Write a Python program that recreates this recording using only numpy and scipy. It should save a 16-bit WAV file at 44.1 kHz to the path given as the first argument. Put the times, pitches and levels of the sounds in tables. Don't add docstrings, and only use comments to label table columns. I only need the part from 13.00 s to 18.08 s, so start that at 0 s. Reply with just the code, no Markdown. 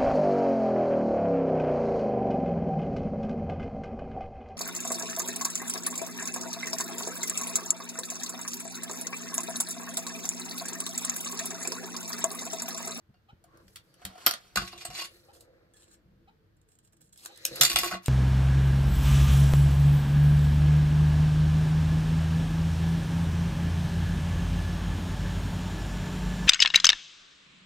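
import sys
import numpy as np
from scipy import signal
from scipy.fft import rfft, irfft, next_fast_len
from scipy.io import wavfile
from scipy.ndimage import uniform_filter1d, map_coordinates

SR = 44100
rng = np.random.default_rng(int(sys.argv[2]) if len(sys.argv) > 2 else 0)


def magnitude_from_level(level_db):
    exponent = np.asarray(level_db, float) / 20
    return 10 ** exponent


def wav_out(sig):
    wavfile.write(sys.argv[1], SR, np.round(np.clip(np.atleast_2d(sig).T, -1, 1) * 32767).astype(np.int16))


N = 224149


def unit(x):
    return x / np.sqrt(np.mean(np.abs(x) ** 2) + 1e-20)


def along(points, hz):
    f, v = np.transpose(points)
    return np.interp(np.log(hz + 1), np.log(f + 1), v)


def over_time(points):
    return np.interp(np.arange(N) / SR, *np.transpose(points))


def wobble(rate_hz):
    knots = rng.standard_normal(int(N * rate_hz / SR) + 4)
    return map_coordinates(knots, [np.arange(N) * rate_hz / SR], order=1)


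def patches(shape, bins, frames):
    field = uniform_filter1d(rng.standard_normal(shape), size=bins, axis=0)
    return unit(uniform_filter1d(field, size=frames, axis=1))


def filtered(x, response):
    m = next_fast_len(N + SR // 2)
    return irfft(rfft(x, m) * response(np.fft.rfftfreq(m, 1 / SR)), m)[..., :N]


def modes(peaks, hz):
    f = hz[::8]
    total = sum(magnitude_from_level(db) * 1j * f * w / (c * c - f * f + 1j * f * w) for c, w, db in peaks)
    return np.interp(hz, f, total)


def band(edges_hz, f):
    low, high = 1j * f / edges_hz[0], 1j * f / edges_hz[1]
    highpass = low ** 2 / (1 + np.sqrt(2) * low + low ** 2)
    return highpass / (1 + np.sqrt(2) * high + high ** 2)


# f/Hz, likeness/1
LIKENESS = [(60, 0.84), (300, 0.76), (700, 0.059), (1500, 0.0047), (15000, 0)]


def ports(pair):
    def mid_side(hz):
        angle = np.arccos(np.clip(along(LIKENESS, hz), -1, 1)) / 2
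        return np.sqrt(2) * np.array([np.cos(angle), np.sin(angle)])
    mid, side = filtered(pair, mid_side)
    return np.array([mid + side, mid - side])


# f/Hz, t60/s
ROOM_DECAY = [(200, 0.13), (2000, 0.19), (12000, 0.079)]


def walls(x):
    hz, t, z = signal.stft(rng.standard_normal((2, SR // 2)), SR, nperseg=256)
    tail = signal.istft(z * magnitude_from_level(-60 * t / along(ROOM_DECAY, hz)[:, None]), SR, nperseg=256)[1]
    late = np.pad(x, ((0, 0), (300, 0)))
    return signal.fftconvolve(late, tail / np.linalg.norm(tail[0]), axes=1)[:, :N]


def nearby(hz):
    t = np.arange(SR // 100) / SR
    scatter = rng.standard_normal(len(t)) * magnitude_from_level(-60 * t / .003)
    drift = unit(rfft(scatter, 2 * (len(hz) - 1)).real)
    turn = 1.152 * hz ** 2 / (hz ** 2 + 950 ** 2)
    return np.exp(1j * turn * drift * np.array([[1], [-1]]))


def turning(x, patchy_db):
    z = signal.stft(x, nperseg=256)[2]
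    gain_db = patchy_db * patches(z.shape[1:], 5, 5) - patchy_db ** 2 / 9
    return signal.istft(z * magnitude_from_level(gain_db), nperseg=256)[1][:, :N]


def touches(rows, t60, pan_db):
    return [(*row, t60, pan_db) for row in rows]


def strokes(rows, knock_db, fizz_db, edge_db):
    return [[(s, db + fall, db + fall + knock_db - speed, db + fall + fizz_db + speed)
             for s, fall in ((start, -edge_db), (peak, 0), (end, -edge_db))]
            for start, peak, end, db, speed in rows]


# low f/Hz, high f/Hz
KNOCK_BAND, CLICK_BAND, FIZZ_BAND = (231, 1500), (1500, 6600), (6800, 15500)


def thing(contacts, rubs, peaks, ring_db, dull_db, grit_db, rise, crack=0):
    t, clock = np.arange(SR // 4) / SR, np.arange(N) / SR
    strength = np.zeros((3, N + SR))
    lean_db = np.zeros(N + SR)
    for s, db, knock_db, fizz_db, t60, pan_db in contacts:
        i = round(s * SR)
        attack_s = rise * np.clip((-db - 17.5) / 30, .08, 1)
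        slower = np.array([[.7], [1], [1.3]])
        fade = magnitude_from_level(-60 * slower * t / max(t60, .005)) * (1 - np.exp(-t / attack_s))
        fade[1:] += crack * magnitude_from_level(-60 * t / .007) * (1 - np.exp(-t / .0003))
        levels_db = db - 6.5 + np.array([[knock_db + 6.0], [0], [fizz_db + 3.5]])
        strength[:, i:i + len(t)] += magnitude_from_level(levels_db) * fade
        lean_db[i - SR // 500:] = pan_db / 2
    grit = unit(magnitude_from_level(grit_db * (wobble(900) + 1.1 * wobble(60))))
    for rows in rubs:
        s, click_db, knock_db, fizz_db = np.transpose(rows)
        for k, db in enumerate((knock_db, click_db, fizz_db)):
            strength[k, :N] += grit * magnitude_from_level(np.interp(clock, s, db, left=-200, right=-200))
    m = next_fast_len(N + SR // 2)
    f = np.fft.rfftfreq(m, 1 / SR)
    ring = magnitude_from_level(ring_db) * modes(peaks, f)
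    shared, own = rng.standard_normal((3, 1, N)), rng.standard_normal((3, 2, N))
    grains = unit(shared + np.reshape([.15, .6, .5], (3, 1, 1)) * own)
    forces = rfft(strength[:, None, :N] * grains, m)
    bands = zip(forces, (KNOCK_BAND, CLICK_BAND, FIZZ_BAND), (magnitude_from_level(dull_db), 1, 1))
    sound = sum(force * unit(band(edges_hz, f) * (broad + ring)) for force, edges_hz, broad in bands)
    return irfft(sound * nearby(f), m)[:, :N] * magnitude_from_level(np.array([lean_db[:N], -lean_db[:N]]))


# f/Hz, level/dB per Hz
RUMBLE_SPECTRUM = [(15, -29.5), (25, -9.5), (97, 0.5), (162, -5), (194, -6), (279, -15.5), (339, -2.5),
                   (369, -21), (436, -10), (700, -27), (910, -67), (1540, -120)]
# t/s, level/dB
RUMBLE_SWELL = [(0, -72.5), (.55, -65.5), (1.15, -71.5), (1.7, -63.5), (2.02, -69), (2.6, -69.5),
                (3.2, -65), (3.6, -69), (4.3, -70), (4.8, -57), (4.95, -62), (5.08, -78)]
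# f/Hz, level/dB per Hz
HISS_SPECTRUM = [(400, -21.5), (600, -0.5), (900, -5.5), (1600, -3), (2500, -11), (4500, -13), (6000, -20),
                 (10000, -27.5), (13000, -19), (16500, -24)]
# t/s, level/dB
HISS_DRIFT = [(0, -79.5), (1, -74.5), (2.1, -79.5), (2.7, -78), (3.3, -78.5), (4.2, -83.5), (5.08, -69)]


def room_tone():
    z = signal.stft(rng.standard_normal((2, N)), nperseg=2048)[2]
    pair = signal.istft(z * magnitude_from_level(2.5 * patches(z.shape[1:], 3, 6)), nperseg=2048)[1][:, :N]
    lows = unit(filtered(pair, lambda hz: magnitude_from_level(along(RUMBLE_SPECTRUM, hz)) * (hz < 700)))
    white = rng.standard_normal((2, N))
    hiss = unit(filtered(white, lambda hz: magnitude_from_level(along(HISS_SPECTRUM, hz)) * (hz > 300)))
    return ports(magnitude_from_level(over_time(RUMBLE_SWELL) - 1.5) * lows + magnitude_from_level(over_time(HISS_DRIFT)) * hiss)


# t/s, level/dB
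CLOCK_STEPS = [(0.284, -52), (1.29, -51), (2.283, -53), (3.272, -54.5), (4.29, -53)]
# f/Hz, level/dB, t60/s
CLOCK_CASE = [(720, -1, 0.037), (1151, -9.5, .06), (2500, -17.5, 0.053), (3060, -14, 0.07),
              (3900, -17, .04)]


def wall_clock():
    step_s, step_rise = .034, .3
    t, out = np.arange(SR // 5) / SR, np.zeros((2, N + SR))
    push = np.abs(np.sin(np.pi * np.clip(t / step_s, 0, 1)))
    for s, db in CLOCK_STEPS:
        tock = np.zeros(len(t))
        for k, (hz, level_db, t60) in enumerate(CLOCK_CASE):
            blur = np.cumsum(rng.normal(0, 0.028, len(t))) * (hz / 800) ** 1.2
            climb = (k < 2) * step_rise * t ** 2 / (2 * step_s)
            fade = magnitude_from_level(level_db + rng.normal(0, 2.6) - 6 * t / t60)
            tock = tock + fade * np.sin(2 * np.pi * hz * (t + climb) + blur)
        for ear, lag in enumerate((11, 0)):
            out[ear, round(s * SR) + lag:][:len(t)] += magnitude_from_level(db) * tock * push
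    return out[:, :N]


# t/s, peak level/dB, boom f/Hz, t60/s
TABLE_BLOWS = [(0.087, -42, 94.5, 0.07), (0.322, -42, 75, 0.08), (.668, -48, 110, .05),
               (.62, -57, 77, 0.46), (1.044, -39.5, 81, 0.17), (1.259, -50.5, 100, 0.15),
               (1.559, -34.5, 55, 0.22), (1.61, -31.5, 137, 0.091), (1.741, -48, 72, 0.12),
               (1.878, -46.5, 134.8, 0.2), (3.05, -64, 172, 1.6), (4.511, -43.5, 133, 0.14),
               (4.602, -37, 142, 0.22), (4.733, -27, 50, 0.077), (4.79, -44, 49.6, 0.24),
               (4.919, -40.5, 181.7, 0.19)]
# f/Hz, width/Hz, level/dB
TABLE_TOP = [(55, 33, 13), (128, 51, 15.5), (188, 9.7, 22), (350, 20, -13.5)]


def table():
    t, out = np.arange(SR // 2) / SR, np.zeros(N + SR)
    for s, db, low_hz, t60 in TABLE_BLOWS:
        rumble = signal.lfilter([.03], [1, -.97], rng.standard_normal(len(t)))
        push = np.sin(2 * np.pi * low_hz * t) + 8 * rumble
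        fade = magnitude_from_level(db - 11 - 60 * t / max(t60, .02)) * (1 - np.exp(-t / 0.012))
        out[round(s * SR):round(s * SR) + len(t)] += fade * push
    boom = filtered(out[:N], lambda f: 0.17 + modes(TABLE_TOP, f))
    return np.array([boom, np.roll(boom, 14)])


# start t/s, peak t/s, end t/s, click level/dB, speed/dB
SLEEVE_REACH = [(.42, .55, 0.77, -78, -14), (.6, .716, 0.94, -79, 16), (.84, 1.0, 1.12, -71.5, -6.5)]
SLEEVE_LIFT = [(2.0, 2.138, 2.32, -63.5, 5), (2.22, 1.3, 2.36, -75, -8), (1.7, 2.47, 3.01, -82.5, -20.5)]
SLEEVE_SWING = [(4.26, 4.3, 4.36, -62.5, -7.5), (4.32, 4.48, 4.574, -53, 0.5), (4.48, 4.6, 4.71, -42, -1.5)]
# f/Hz, width/Hz, level/dB
SLEEVE_MODES = [(350, 33, 12), (500, 90, 12.5), (1290, 330, -6.5), (1810, 460, -3), (4200, 660, 1.5),
                (11300, 970, -16)]


def sleeve():
    rubs = strokes(SLEEVE_REACH + SLEEVE_LIFT, knock_db=-0.5, fizz_db=-4.0, edge_db=15.5)
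    rubs = rubs + strokes(SLEEVE_SWING, knock_db=-3, fizz_db=-9, edge_db=14)
    return thing([], rubs, SLEEVE_MODES, ring_db=5.5, dull_db=-10, grit_db=2.0, rise=1)


# start t/s, end t/s, f/Hz, width/Hz, level/dB
MAT_SKIMS = [
    (.46, .65, 1090, 130, -66),
    (.51, .63, 1480, 260, -67),
    (.84, 1.04, 4700, 400, -76),
    (1.11, 1.19, 730, 70, -57),
    (2.15, 2.75, 490, 60, -69),
    (4.27, 4.46, 3900, 600, -61),
    (4.34, 4.46, 1900, 400, -63),
    (4.48, 4.62, 4100, 700, -53),
]


def skims():
    out = np.zeros((2, N))
    for start, end, hz, width_hz, db in MAT_SKIMS:
        t = np.arange(round((end - start) * SR)) / SR
        rough = uniform_filter1d(rng.standard_normal((2, 2, len(t))), max(int(SR / width_hz), 1))
        swell = np.sin(np.pi * t / (end - start))
        tone = unit(((rough[0] + 1j * rough[1]) * np.exp(2j * np.pi * hz * t)).real)
        out[:, round(start * SR):][:, :len(t)] += magnitude_from_level(db) * swell * tone
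    return out


# t/s, f/Hz, level/dB, t60/s
SINGLE_NOTES = [(.141, 720, -60, .06), (.142, 2800, -74, .2), (.142, 4500, -72, .15), (.441, 720, -56, .05),
                (.442, 4600, -66, .03), (.68, 4700, -60, .04), (0.7583, 1960, -42, 0.018),
                (.767, 3500, -40, 0.018), (1.222, 1050, -50, .05), (1.263, 13030, -3, 0.018),
                (1.267, 13060, -26, 0.06), (1.2635, 14500, -20, 0.017), (1.2635, 9300, -22, .015),
                (1.2677, 4400, -13, .014), (1.269, 3100, -17, .02), (1.31, 13030, -33, 0.03),
                (1.311, 1400, -25.5, .02), (1.338, 4200, -37, .025), (1.271, 1390, -20.5, 0.045),
                (1.5717, 1465, -13.5, 0.025), (1.574, 1237, -23.5, 0.052), (1.728, 1100, -37.5, 0.036),
                (1.85, 8140, -32, 0.066), (1.852, 720, -34, 0.04), (1.018, 712, -47.5, 0.072),
                (1.155, 726, -48, 0.059), (4.259, 1500, -32, 0.0096), (2.04, 10300, -49, 0.17),
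                (1.953, 4560, -40, .05), (1.988, 4600, -35.5, 0.16), (2.017, 2800, -37, 0.12),
                (2.054, 2800, -48.5, 0.084), (2.739, 3370, -64, .15), (2.742, 1720, -66.5, .2),
                (2.765, 4200, -65.5, .12), (2.828, 7300, -60.5, .05), (2.938, 4200, -71, 0.03),
                (4.698, 4600, -26, 0.043), (4.715, 4550, -26, .035), (4.73, 4600, -26, 0.034),
                (4.935, 1300, -30.5, 0.04), (4.935, 3500, -43, 0.023), (4.453, 5500, -11, 0.0078),
                (4.557, 11300, -30.5, 0.032), (4.611, 7273, -20, 0.24), (4.612, 3490, -7.5, 0.015),
                (4.66, 2030, -26, 0.024), (4.758, 2800, -31, 0.039), (4.7872, 11620, -19, 0.029),
                (4.91, 1300, -38.5, 0.14), (4.924, 1485, -28, 0.062)]


def notes():
    t, out = np.arange(SR // 5) / SR, np.zeros((2, N + SR))
    phases = rng.uniform(0, 2 * np.pi, (len(SINGLE_NOTES), 2, 1))
    for (s, hz, db, t60), phase in zip(SINGLE_NOTES, phases):
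        blur = np.cumsum(rng.normal(0, 0.051, len(t))) * np.sqrt(hz / 5000)
        note = np.sin(2 * np.pi * hz * t + blur + .5 * phase * (hz > 3000))
        note = note + 0.35 * np.sin(2 * np.pi * .975 * hz * t + phase)
        out[:, round(s * SR):][:, :len(t)] += magnitude_from_level(db - 60 * t / t60) * (1 - np.exp(-t / .001)) * note
    return out[:, :N]


# t/s, click peak level/dB, weight/dB re click, sharpness/dB re click
PENCIL_MARKING = [
    (.141, -63.5, 8, -24),
    (.4403, -56.5, 4, 9.5),
    (.5728, -63, -1, 12),
    (.6804, -46, -18, -8.5),
    (.7586, -32, -28, -3),
    (.7668, -37, -35, -14),
    (.941, -49, -18, -2),
]
PENCIL_LAYING = [
    (1.0166, -54, 3, -16),
    (1.0513, -25.5, -18, -2),
    (1.1536, -50, 3, -15.5),
    (1.1794, -47.5, -2.5, -13.5),
    (1.2634, -14, -14, -2.5),
    (1.2685, -13, -14, -30),
    (1.2899, -23.5, -16, -6),
    (1.31, -21, -14.5, -5),
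    (1.3368, -24.5, -11.5, -17),
]
# start t/s, peak t/s, end t/s, click level/dB, speed/dB
PENCIL_ROLL = [(.44, .56, 0.66, -82, -12), (.98, 1.06, 1.39, -62, -7), (1.17, 1.24, 1.62, -57, 0)]
# f/Hz, width/Hz, level/dB
PENCIL_BARREL = [(715.7, 52, 1), (1390, 280, -4.5), (3107, 390, -9.5), (4420, 270, -3.5), (7140, 220, -12),
                 (8710, 220, -11.5), (13600, 560, -6.5)]


def pencil():
    contacts = touches(PENCIL_MARKING, t60=0.028, pan_db=1.0) + touches(PENCIL_LAYING, t60=0.037, pan_db=-1.0)
    rubs = strokes(PENCIL_ROLL, knock_db=-2.5, fizz_db=-14.5, edge_db=11.5)
    return thing(contacts, rubs, PENCIL_BARREL, ring_db=5, dull_db=-0.5, grit_db=1, rise=0.0021, crack=.9)


# t/s, click peak level/dB, weight/dB re click, sharpness/dB re click
CARD_FEEDING = [
    (2.3331, -63, -15, -3.5),
    (2.3645, -63.5, -22.5, -1),
    (2.4074, -48.5, -34.5, 10),
]
CARD_PARTING = [
    (4.1754, -49, -19, 7.7),
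    (4.2502, -38, -6.5, 1),
    (4.2587, -29, -14.5, 1.2),
    (4.3594, -45.5, -22, 2),
    (4.3745, -40.5, -18, 2.4),
]
CARD_LANDING = [
    (4.4518, -16, -22.5, 1.5),
    (4.4654, -36, -29, 12),
    (5.0594, -25.5, -18, 0.5),
]
# start t/s, peak t/s, end t/s, click level/dB, speed/dB
CARD_FEED = [(2.33, 2.342, 2.39, -63.5, 0), (2.39, 2.408, 2.46, -71.5, 0.91)]
CARD_CUT = [(4.168, 4.195, 4.215, -63, 0.5), (4.205, 4.248, 4.254, -55, 0)]
# f/Hz, width/Hz, level/dB
CARD_STRIP = [(1720, 89, 0), (3670, 67, -48), (4620, 2200, 9.5), (5560, 306, -22), (7330, 1100, 8.5),
              (8560, 580, 5), (9200, 190, 0), (11300, 330, 6)]


def card():
    contacts = touches(CARD_FEEDING, t60=0.026, pan_db=-1.5) + touches(CARD_PARTING, t60=0.024, pan_db=-1.0)
    contacts = contacts + touches(CARD_LANDING, t60=0.02, pan_db=2.5)
    rubs = strokes(CARD_FEED + CARD_CUT, knock_db=-7.5, fizz_db=2.5, edge_db=10.0)
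    return thing(contacts, rubs, CARD_STRIP, ring_db=-7, dull_db=6, grit_db=1.5, rise=0.0019, crack=.6)


# t/s, click peak level/dB
BLADE_NIBBLES = [(3.567, -63), (3.6144, -59.5), (3.688, -56.5), (3.718, -56), (3.7532, -57.5),
                 (3.7875, -50.5), (3.848, -59.5), (3.874, -55.5), (3.9307, -52), (3.9692, -56.5),
                 (4.008, -56), (4.016, -52.5), (4.092, -58.5), (4.127, -49), (4.1585, -48)]
# start t/s, peak t/s, end t/s, click level/dB, speed/dB
EDGE_SLIDE = [(2.736, 2.742, 2.765, -60, -1.5), (2.755, 2.77, 2.786, -57, -3), (2.79, 2.832, 2.846, -57, -4),
              (2.845, 2.9, 2.92, -65, -6), (2.905, 2.944, 2.955, -57, -4.5)]
EDGE_CREEP = [
    (3.675, 3.729, 3.76, -73, 2),
    (3.829, 3.859, 3.887, -70, 2.5),
    (3.923, 3.933, 3.93, -66, 0.5),
    (3.966, 3.97, 3.97, -68, 4),
    (4.005, 4.014, 4.03, -65, 3),
    (4.03, 4.073, 4.098, -73, 6),
    (4.124, 4.133, 4.155, -66, 5),
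]
# f/Hz, width/Hz, level/dB
EDGE_MODES = [(1684, 120, 3), (3370, 150, -3), (4200, 250, 4), (5500, 230, -2), (7500, 600, 13)]


def nibbling():
    weight_db, sharp_db = -15, -0.5
    slips = [(s, db, weight_db, sharp_db) for s, db in BLADE_NIBBLES]
    rubs = strokes(EDGE_SLIDE + EDGE_CREEP, knock_db=-16.5, fizz_db=0.5, edge_db=10.0)
    return thing(touches(slips, t60=0.032, pan_db=-4.0), rubs, EDGE_MODES,
                 ring_db=3, dull_db=5, grit_db=3.5, rise=0.0025, crack=.7)


# t/s, click peak level/dB, weight/dB re click, sharpness/dB re click
SNIPS_PICKUP = [
    (1.5579, -16.5, -9, -5),
    (1.5718, -14.5, -20, -26),
    (1.5944, -43, -5.5, -10.5),
    (1.6194, -39, 3, -16),
    (1.6744, -34, -40, -22),
    (1.7295, -47.5, 5, -23),
    (1.7769, -39, -13, -30),
    (1.8507, -31.5, -6.5, 0.5),
    (1.9016, -37, -1.5, -14),
    (1.95, -33, -26, -12),
]
SNIPS_CLATTER = [(4.5574, -33, -20, 3), (4.6109, -5, -27, -1), (4.6214, -18.5, -42, -8),
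                 (4.6334, -13, -19.5, -0.5), (4.6494, -13.5, -26, -2), (4.6624, -21.5, -33, -4.5),
                 (4.698, -17, -20.5, -8), (4.7144, -30.5, -8, -2), (4.7294, -29, -18, -4),
                 (4.7591, -11, -17, -7.5), (4.7674, -23.5, -37, -25), (4.7868, -17.5, -13, -0.5),
                 (4.8329, -23.5, -4, -6), (4.8444, -28, -18.5, 2), (4.8595, -31, -15.5, -5),
                 (4.8744, -28.5, -42, -9), (4.9114, -33.5, 1, -29), (4.9242, -38.5, 2.5, -39),
                 (4.934, -35, -2.5, -29), (4.9404, -35, -2.5, -31)]
# start t/s, peak t/s, end t/s, click level/dB, speed/dB
SNIPS_GRIP = [(1.59, 1.62, 1.73, -41, -1), (1.725, 1.74, 1.77, -52, -8), (1.757, 1.81, 1.86, -47, 0)]
SNIPS_DRAG = [(1.85, 1.87, 1.9, -48, 17), (1.9, 1.99, 2.065, -41, -4), (1.968, 2.002, 2.005, -35, 0),
              (2.008, 2.024, 2.034, -36, -2), (2.032, 2.047, 2.076, -42.5, 5)]
SNIPS_SETTLE = [(4.67, 4.72, 4.75, -42.5, 1.5), (4.75, 4.82, 4.93, -41, -4), (4.86, 4.93, 4.98, -47.5, -16),
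                (5.02, 5.07, 5.15, -53.5, -5)]
# f/Hz, width/Hz, level/dB
SNIPS_STEEL = [(350.8, 8.1, 7), (715.6, 51, 3), (1104.6, 40, 3.5), (1300, 42, -6.5), (1485, 55, -8.5),
               (2030, 150, -2), (2469, 31, 2.5), (2800, 61, 7), (3537, 170, 2.5), (4180, 140, 4.5),
               (4530, 94, 4), (4850, 111, -1), (5850, 79, -2.5), (6800, 79, -3.5), (7273, 33, 1.5),
               (8200, 70, -2), (10300, 61, -11.5), (11620, 98, -16.5)]


def snips():
    contacts = touches(SNIPS_PICKUP, t60=0.052, pan_db=-0.9) + touches(SNIPS_CLATTER, t60=0.056, pan_db=-1.1)
    rubs = strokes(SNIPS_GRIP + SNIPS_DRAG, knock_db=-12.0, fizz_db=-25.5, edge_db=13)
    rubs = rubs + strokes(SNIPS_SETTLE, knock_db=-15.0, fizz_db=3.5, edge_db=10.0)
    return thing(contacts, rubs, SNIPS_STEEL, ring_db=1.0, dull_db=-11.5, grit_db=2.5, rise=0.0014)


def scene():
    handled = sleeve() + pencil() + card() + nibbling() + snips()
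    near = turning(handled, patchy_db=2.5) + notes() + skims()
    tick = wall_clock()
    echoes = magnitude_from_level(-11.5) * ports(walls(near)) + magnitude_from_level(-8.5) * walls(tick)
    return room_tone() + tick + table() + echoes + near


def low_pass(x):
    return signal.sosfilt(signal.butter(12, 16790, fs=SR, output="sos"), x)


def record(dry):
    top_hz, end_hz = 14800, 15910
    rounded = dry / (1 + np.abs(dry / .85) ** 6) ** (1 / 6)
    heard = filtered(rounded, lambda hz: 1 / np.sqrt(1 + (hz / top_hz) ** 30 + (hz / end_hz) ** 250 * 100))
    return low_pass(heard)


dry = scene()
out = record(dry)
wav_out(out)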